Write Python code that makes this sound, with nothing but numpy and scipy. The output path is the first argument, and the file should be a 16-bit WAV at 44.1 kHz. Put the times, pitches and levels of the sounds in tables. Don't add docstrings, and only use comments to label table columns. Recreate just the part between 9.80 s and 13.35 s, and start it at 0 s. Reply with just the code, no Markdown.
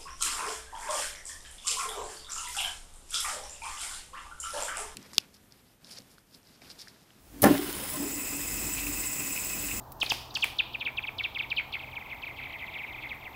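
import sys
import numpy as np
from scipy import signal
from scipy.fft import rfft, irfft
from scipy.io import wavfile

SR = 44100
rng = np.random.default_rng(int(sys.argv[2]) if len(sys.argv) > 2 else 0)


def to_wav(sig):
    pcm = np.clip(np.atleast_2d(sig), -1, 1) * 32767
    pcm = np.round(pcm).astype(np.int16)
    wavfile.write(sys.argv[1], SR, pcm.T)


N = 156555
T = np.arange(N) / SR

# (start [s], length [s], final pitch [Hz], level before ice colour [dB],
# early treble relative to the end [dB])
TOUCHES = [(0.2083, 0.023, 2376, -22, -1), (0.2987, 0.022, 2480, -23, -2.5), (0.548, 0.024, 2449, -27, -1),
           (0.6160, 0.028, 2293, -20.5, -6.5), (0.7815, 0.027, 2350, -18.5, -3),
           (0.93, 0.028, 2312, -28.5, -12), (0.993, 0.029, 2300, -34, -7), (1.0020, 0.028, 2290, -32, -3.5),
           (1.0452, 0.031, 2172, -25, -12), (1.061, 0.034, 2174, -32, -8.5), (1.1643, 0.03, 2273, -26, -10),
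           (1.22, 0.034, 2150, -33, -10), (1.2627, 0.030, 2264, -28.5, -11.5),
           (1.3786, 0.035, 2112, -29, -2.5), (1.3810, 0.035, 2123, -35, -1),
           (1.4236, 0.031, 2260, -37.5, -6), (1.4322, 0.030, 2240, -28.5, -4),
           (1.541, 0.035, 2116, -30.5, -5), (1.5804, 0.032, 2220, -26.5, -7),
           (1.6164, 0.034, 2100, -36, -4), (1.698, 0.031, 2214, -27.5, -6), (1.7589, 0.04, 2122, -25, -5),
           (1.7778, 0.033, 2150, -28, -8), (1.9197, 0.036, 2104, -30.5, -6.5),
           (1.932, 0.039, 2084, -34.5, -3), (1.983, 0.032, 2140, -37.5, -8.5),
           (2.015, 0.033, 2190, -37, -10.5), (2.057, 0.036, 2107, -45, -13.5),
           (2.11, 0.036, 2093, -39.5, -11.5), (2.146, 0.037, 2090, -32.5, -11.5),
           (2.1894, 0.038, 2060, -40.5, -15), (2.241, 0.031, 2190, -42.5, -17),
           (2.278, 0.036, 2106, -42, -13.5), (2.292, 0.042, 2043, -35.5, -13.5),
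           (2.33, 0.035, 2060, -43, -18), (2.4140, 0.035, 2170, -34.5, -10),
           (2.4466, 0.039, 2040, -35, -12), (2.4665, 0.046, 2050, -39, -12),
           (2.5594, 0.042, 1982, -39, -10), (2.569, 0.037, 2137, -39, -10),
           (2.5904, 0.039, 2130, -39.5, -13), (2.604, 0.039, 2140, -38.5, -14),
           (2.6286, 0.043, 2020, -37, -11), (2.669, 0.042, 2015, -40.5, -14),
           (2.706, 0.037, 2060, -44, -12), (2.72, 0.043, 2010, -38, -6), (2.7828, 0.047, 1955, -39, -8),
           (2.8014, 0.045, 2024, -36.5, -16), (2.861, 0.04, 2027, -40, -8),
           (2.917, 0.043, 2030, -41.5, -15), (2.932, 0.043, 2022, -34, -8.5),
           (2.9674, 0.039, 2120, -38, -8), (2.978, 0.043, 2000, -35.5, -11),
           (3.0127, 0.038, 2080, -37, -14), (3.0234, 0.04, 2007, -43.5, -16),
           (3.059, 0.038, 2130, -40.5, -11), (3.0713, 0.047, 1996, -40, -15),
           (3.1198, 0.045, 2000, -39.5, -10), (3.1625, 0.04, 2130, -40, -16),
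           (3.206, 0.043, 2000, -37.5, -15), (3.2176, 0.044, 2000, -38.5, -8.5),
           (3.2393, 0.041, 1995, -40, -17), (3.286, 0.045, 1984, -34, -8.5),
           (3.317, 0.045, 2035, -42.5, -12), (3.404, 0.037, 2000, -43.5, -11.5),
           (3.4358, 0.044, 1984, -37, -13.5), (3.522, 0.042, 2050, -38.5, -16)]
# (start [s], length [s], final pitch [Hz], level [dB])
HIGH_ZIPS = [(0.200, 0.0054, 5200, -44), (0.259, 0.007, 3680, -32), (0.29, 0.0069, 4960, -38),
             (0.2965, 0.0078, 4500, -21.5), (0.502, 0.0096, 3730, -45.5), (0.540, 0.005, 5150, -50),
             (0.548, 0.0078, 4210, -29.5), (.607, 0.0047, 5300, -45)]


def skips():
    out = np.zeros(N)
    for start, length, end_hz, level_db, treble_db in TOUCHES:
        add(out, start, chirp(length, end_hz, level_db, treble_db))
    for start, length, end_hz, level_db in HIGH_ZIPS:
        wave, _, progress = bending_wave(length, end_hz)
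        swell = np.sin(np.pi / 2 * progress) ** 2
        add(out, start, from_db(level_db) * wave * swell)
    return out


SLIDE_PER_S, SLIDE_LENGTH_S = 62, .042
SLIDE_END_HZ, SLIDE_PITCH_SPREAD = 2020, 0.02093
SLIDE_TREBLE_DB, SLIDE_SPREAD_DB = -8, 1.5
# (time [s], level [dB])
SLIDE_LEVELS = [(1.9, -51.5), (2.1, -52), (2.329, -49.5), (2.53, -51), (2.6, -46.5), (3.0, -49),
                (3.3, -49.5), (3.55, -57.5)]


def slide():
    out = np.zeros(N)
    times, levels = np.transpose(SLIDE_LEVELS)
    for beat in np.arange(times[0], T[-1], 1 / SLIDE_PER_S):
        start = beat + rng.uniform(-0.6, 0.6) / SLIDE_PER_S
        level_db = np.interp(start, times, levels) + SLIDE_SPREAD_DB * rng.standard_normal()
        end_hz = SLIDE_END_HZ * (1 + SLIDE_PITCH_SPREAD * rng.standard_normal())
        add(out, start, chirp(SLIDE_LENGTH_S, end_hz, level_db, SLIDE_TREBLE_DB))
    return out


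NEAR_LENGTH_S, NEAR_TOP_HZ, TOP_FALL = 0.03, 5980, 0.54
SIDE_PATH_DB, SIDE_PATH_S = -23, 0.008
SIDE_PATH_DB_PER_S = 350
ONSET_FADE_S = 0.003
# (frequency [Hz], gain [dB])
ICE_RESPONSE = [(1500, -2.5), (2100, -3), (2450, -2.5), (2680, -2), (2860, -7.5), (3050, -1.5), (3400, -1),
                (4200, -7.5), (5200, -15), (6500, -18), (9000, -34)]


def chirp(length, end_hz, level_db, treble_db, count=4):
    wave, hz, progress = bending_wave(length, end_hz)
    early_db = treble_db * np.interp(progress, [.3, .7], [1, 0])
    wave = wave * from_db(level_db + at_hz(ICE_RESPONSE, hz) + early_db)
    top_hz = NEAR_TOP_HZ * (length / NEAR_LENGTH_S) ** -TOP_FALL
    wave = wave / np.sqrt(1 + (hz / top_hz) ** 20)
    wave = wave * (1 - np.exp(-progress * length / ONSET_FADE_S))
    span = int(SIDE_PATH_S * SR)
    out = np.pad(wave, (0, span))
    side_gain = from_db(SIDE_PATH_DB + SIDE_PATH_DB_PER_S * (length - NEAR_LENGTH_S))
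    for lag in (rng.random(count) * span).astype(int):
        out[lag:lag + len(wave)] += side_gain * wave
    return out


SWEEP_POWER, TOP_HZ = .39, 8450
DROP_S, DROP_FADE_S = 0.0013, 0.00044
RIPPLE_DB, RIPPLE_S = 1.5, 0.0022
ONSET_RIPPLE_DB = 2


def bending_wave(length, end_hz):
    t = T[1:int((length + .01) * SR)]
    progress = np.minimum(t / length, 1)
    after = np.maximum(t - length, 0)
    hz = np.minimum(end_hz * progress ** -SWEEP_POWER, 2 * TOP_HZ) * np.exp(-after / DROP_S)
    flutter_db = (RIPPLE_DB + ONSET_RIPPLE_DB * (1 - progress)) * wander(t, RIPPLE_S)
    gain = from_db(flutter_db) * np.exp(-after / DROP_FADE_S) / (1 + (hz / TOP_HZ) ** 6)
    return np.sqrt(2) * gain * np.sin(2 * np.pi * np.cumsum(hz) / SR), hz, progress


CLICK_T60_S, THUD_T60_S, SCATTER_T60_S = 0.01, 0.027, 0.41
GRAINS_PER_S = 3000
# (time [s], click level [dB], low thud level [dB], scattered tail level [dB])
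AIR_KNOCKS = [(0.2303, -28, -30, -38), (0.3207, -25, -26, -37.5), (0.5726, -32.5, -36, -48.5),
              (0.6427, -20.5, -38, -38)]
# (frequency [Hz], relative level [dB])
CLICK_SPECTRUM = [(500, -0.5), (1500, -1), (3000, 6.5), (5000, -19), (8000, -2.5), (12000, -9), (16000, -6)]
THUD_SPECTRUM = [(60, -19), (250, -3), (500, -8), (900, 4.5), (1400, -8.5), (3000, -33)]
SCATTER_SPECTRUM = [(300, -0.5), (1500, -7), (2600, 7.5), (4800, -3), (7000, -12.5), (11000, -8.5),
                    (16000, -14)]


def knocks():
    times, click_db, thud_db, tail_db = np.transpose(AIR_KNOCKS)
    click = bursts(times, click_db, noise(CLICK_SPECTRUM), CLICK_T60_S)
    thud = bursts(times, thud_db, noise(THUD_SPECTRUM), THUD_T60_S)
    tail = bursts(times, tail_db, grains(SCATTER_SPECTRUM, GRAINS_PER_S), SCATTER_T60_S)
    return click + thud + tail


RING_T60_S = 0.1
# (time [s], level [dB])
RING_TIMES = [(.232, -42), (.270, -37)]
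# (frequency [Hz], relative level [dB])
RING_SPECTRUM = [(2000, -50), (2380, -11), (2480, 5), (2580, -15), (3000, -50)]


def ringing():
    return bursts(*np.transpose(RING_TIMES), noise(RING_SPECTRUM), RING_T60_S)


SPRAY_T60_S = 0.45
# (time [s], level [dB])
SPRAY_TIMES = [(.201, -46), (0.296, -41.5), (0.542, -48), (.606, -51)]
# (frequency [Hz], relative level [dB])
SPRAY_SPECTRUM = [(1800, -7.5), (3000, -7), (5300, 2), (8000, -8.5), (12000, -15), (16000, -14)]


def spray():
    return bursts(*np.transpose(SPRAY_TIMES), grains(SPRAY_SPECTRUM, GRAINS_PER_S), SPRAY_T60_S)


TICK_T60_S = 0.022
# (time [s], level [dB])
TICK_TIMES = [(0.12, -33), (0.123, -46), (.127, -50), (.266, -41), (.768, -47), (1.354, -50), (2.347, -48),
              (3.347, -53), (3.354, -49)]
# (frequency [Hz], relative level [dB])
TICK_SPECTRUM = [(1500, -16), (4000, -19), (9000, -16), (13000, -6.5), (16000, -1)]


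def ticks():
    return bursts(*np.transpose(TICK_TIMES), noise(TICK_SPECTRUM), TICK_T60_S)


BANK_DB, BANK_T60_S, BANK_ECHOES_PER_S = -12, 0.33, 450
SHORE_DB, SHORE_T60_S = -15, 0.81
# (frequency [Hz], relative level [dB])
ECHO_SPECTRUM = [(500, 13), (1400, 8.5), (1900, 5.5), (2500, -1), (3300, 3.5), (4600, 8), (7000, 3.5),
                 (9000, -8), (16000, -24)]


def echoes(x):
    bank = grains(ECHO_SPECTRUM, BANK_ECHOES_PER_S)
    shore = noise(ECHO_SPECTRUM)
    response = 0
    for level_db, t60, texture in ((BANK_DB, BANK_T60_S, bank), (SHORE_DB, SHORE_T60_S, shore)):
        tail = texture * from_db(-60 * T / t60)
        response = response + from_db(level_db) * tail / np.sqrt(np.sum(tail ** 2))
    return signal.fftconvolve(x, response)[:N]


RUMBLE_DB, RUMBLE_EDGE_HZ = -49.5, 1420
# (frequency [Hz], relative level [dB])
RUMBLE_SPECTRUM = [(15, -56), (25, -3), (64, 1), (97, -0.5), (119, -18.5), (132, -2.5), (156, -11.5),
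                   (189, -11), (266, -6), (408, -11.5), (546, -10.5), (882, -2.5), (1500, -15.5),
                   (1950, -9), (3300, -120)]


def rumble():
    low_pass = signal.butter(6, RUMBLE_EDGE_HZ, fs=SR, output="sos")
    return from_db(RUMBLE_DB) * rms_one(signal.sosfilt(low_pass, noise(RUMBLE_SPECTRUM)))


HUM_HZ, HUM_WAVER_HZ = 122.1, 2.99
HUM_DB, HUM_WAVER_DB, HUM_FADE_DB_PER_S = -56, 2.1, 1.97


def hum():
    hz = HUM_HZ + HUM_WAVER_HZ * wander(T, .07)
    tone = np.sqrt(2) * np.sin(2 * np.pi * np.cumsum(hz) / SR)
    return from_db(HUM_DB - HUM_FADE_DB_PER_S * T + HUM_WAVER_DB * wander(T, .09)) * tone


HISS_DB = -59
# (frequency [Hz], relative level [dB])
HISS_SPECTRUM = [(1200, 6), (2000, -4.5), (4000, 0.5), (7000, -4), (10000, -7.5), (12000, -2), (13000, 0),
                 (13550, 12.5), (14100, -2), (16000, 3)]


def hiss():
    return from_db(HISS_DB) * noise(HISS_SPECTRUM)


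def bursts(times, levels_db, texture, t60):
    envelope = np.zeros(N)
    for start, level_db in zip(times, levels_db):
        add(envelope, start, from_db(level_db - 60 * T[:SR] / t60))
    return envelope * texture


GRAIN_SPREAD_DB = 2.5


def grains(spectrum, per_s):
    present = rng.random(N) < per_s / SR
    sign = rng.choice([-1, 1], N)
    size = from_db(GRAIN_SPREAD_DB * np.minimum(rng.exponential(1, N), 3))
    return coloured(present * sign * size, spectrum)


def noise(spectrum):
    return coloured(rng.standard_normal(N), spectrum)


def coloured(x, spectrum):
    gain = from_db(at_hz(spectrum, np.fft.rfftfreq(N, 1 / SR)))
    return rms_one(irfft(rfft(x) * gain, N))


def at_hz(points, hz):
    f, db = np.transpose(points)
    return np.interp(np.log(hz + 1e-3), np.log(f), db)


def wander(t, step_s, count=64):
    return np.interp(t / step_s, np.arange(count), rng.standard_normal(count))


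def from_db(db):
    return 10 ** (np.asarray(db) / 20)


def rms_one(x):
    return x / np.sqrt(np.mean(x ** 2) + 1e-20)


def add(out, start, sound):
    i = int(np.clip(start * SR, 0, N))
    out[i:i + len(sound)] += sound[:N - i]


def scene():
    ice = skips() + slide()
    near = ringing() + knocks() + spray() + ticks()
    background = rumble() + hum() + hiss()
    return (ice + echoes(ice) + near + background)[None]


def record(dry):
    return signal.sosfilt(signal.cheby2(16, 60, 16300, fs=SR, output="sos"), dry)


dry = scene()
out = record(dry)
to_wav(out)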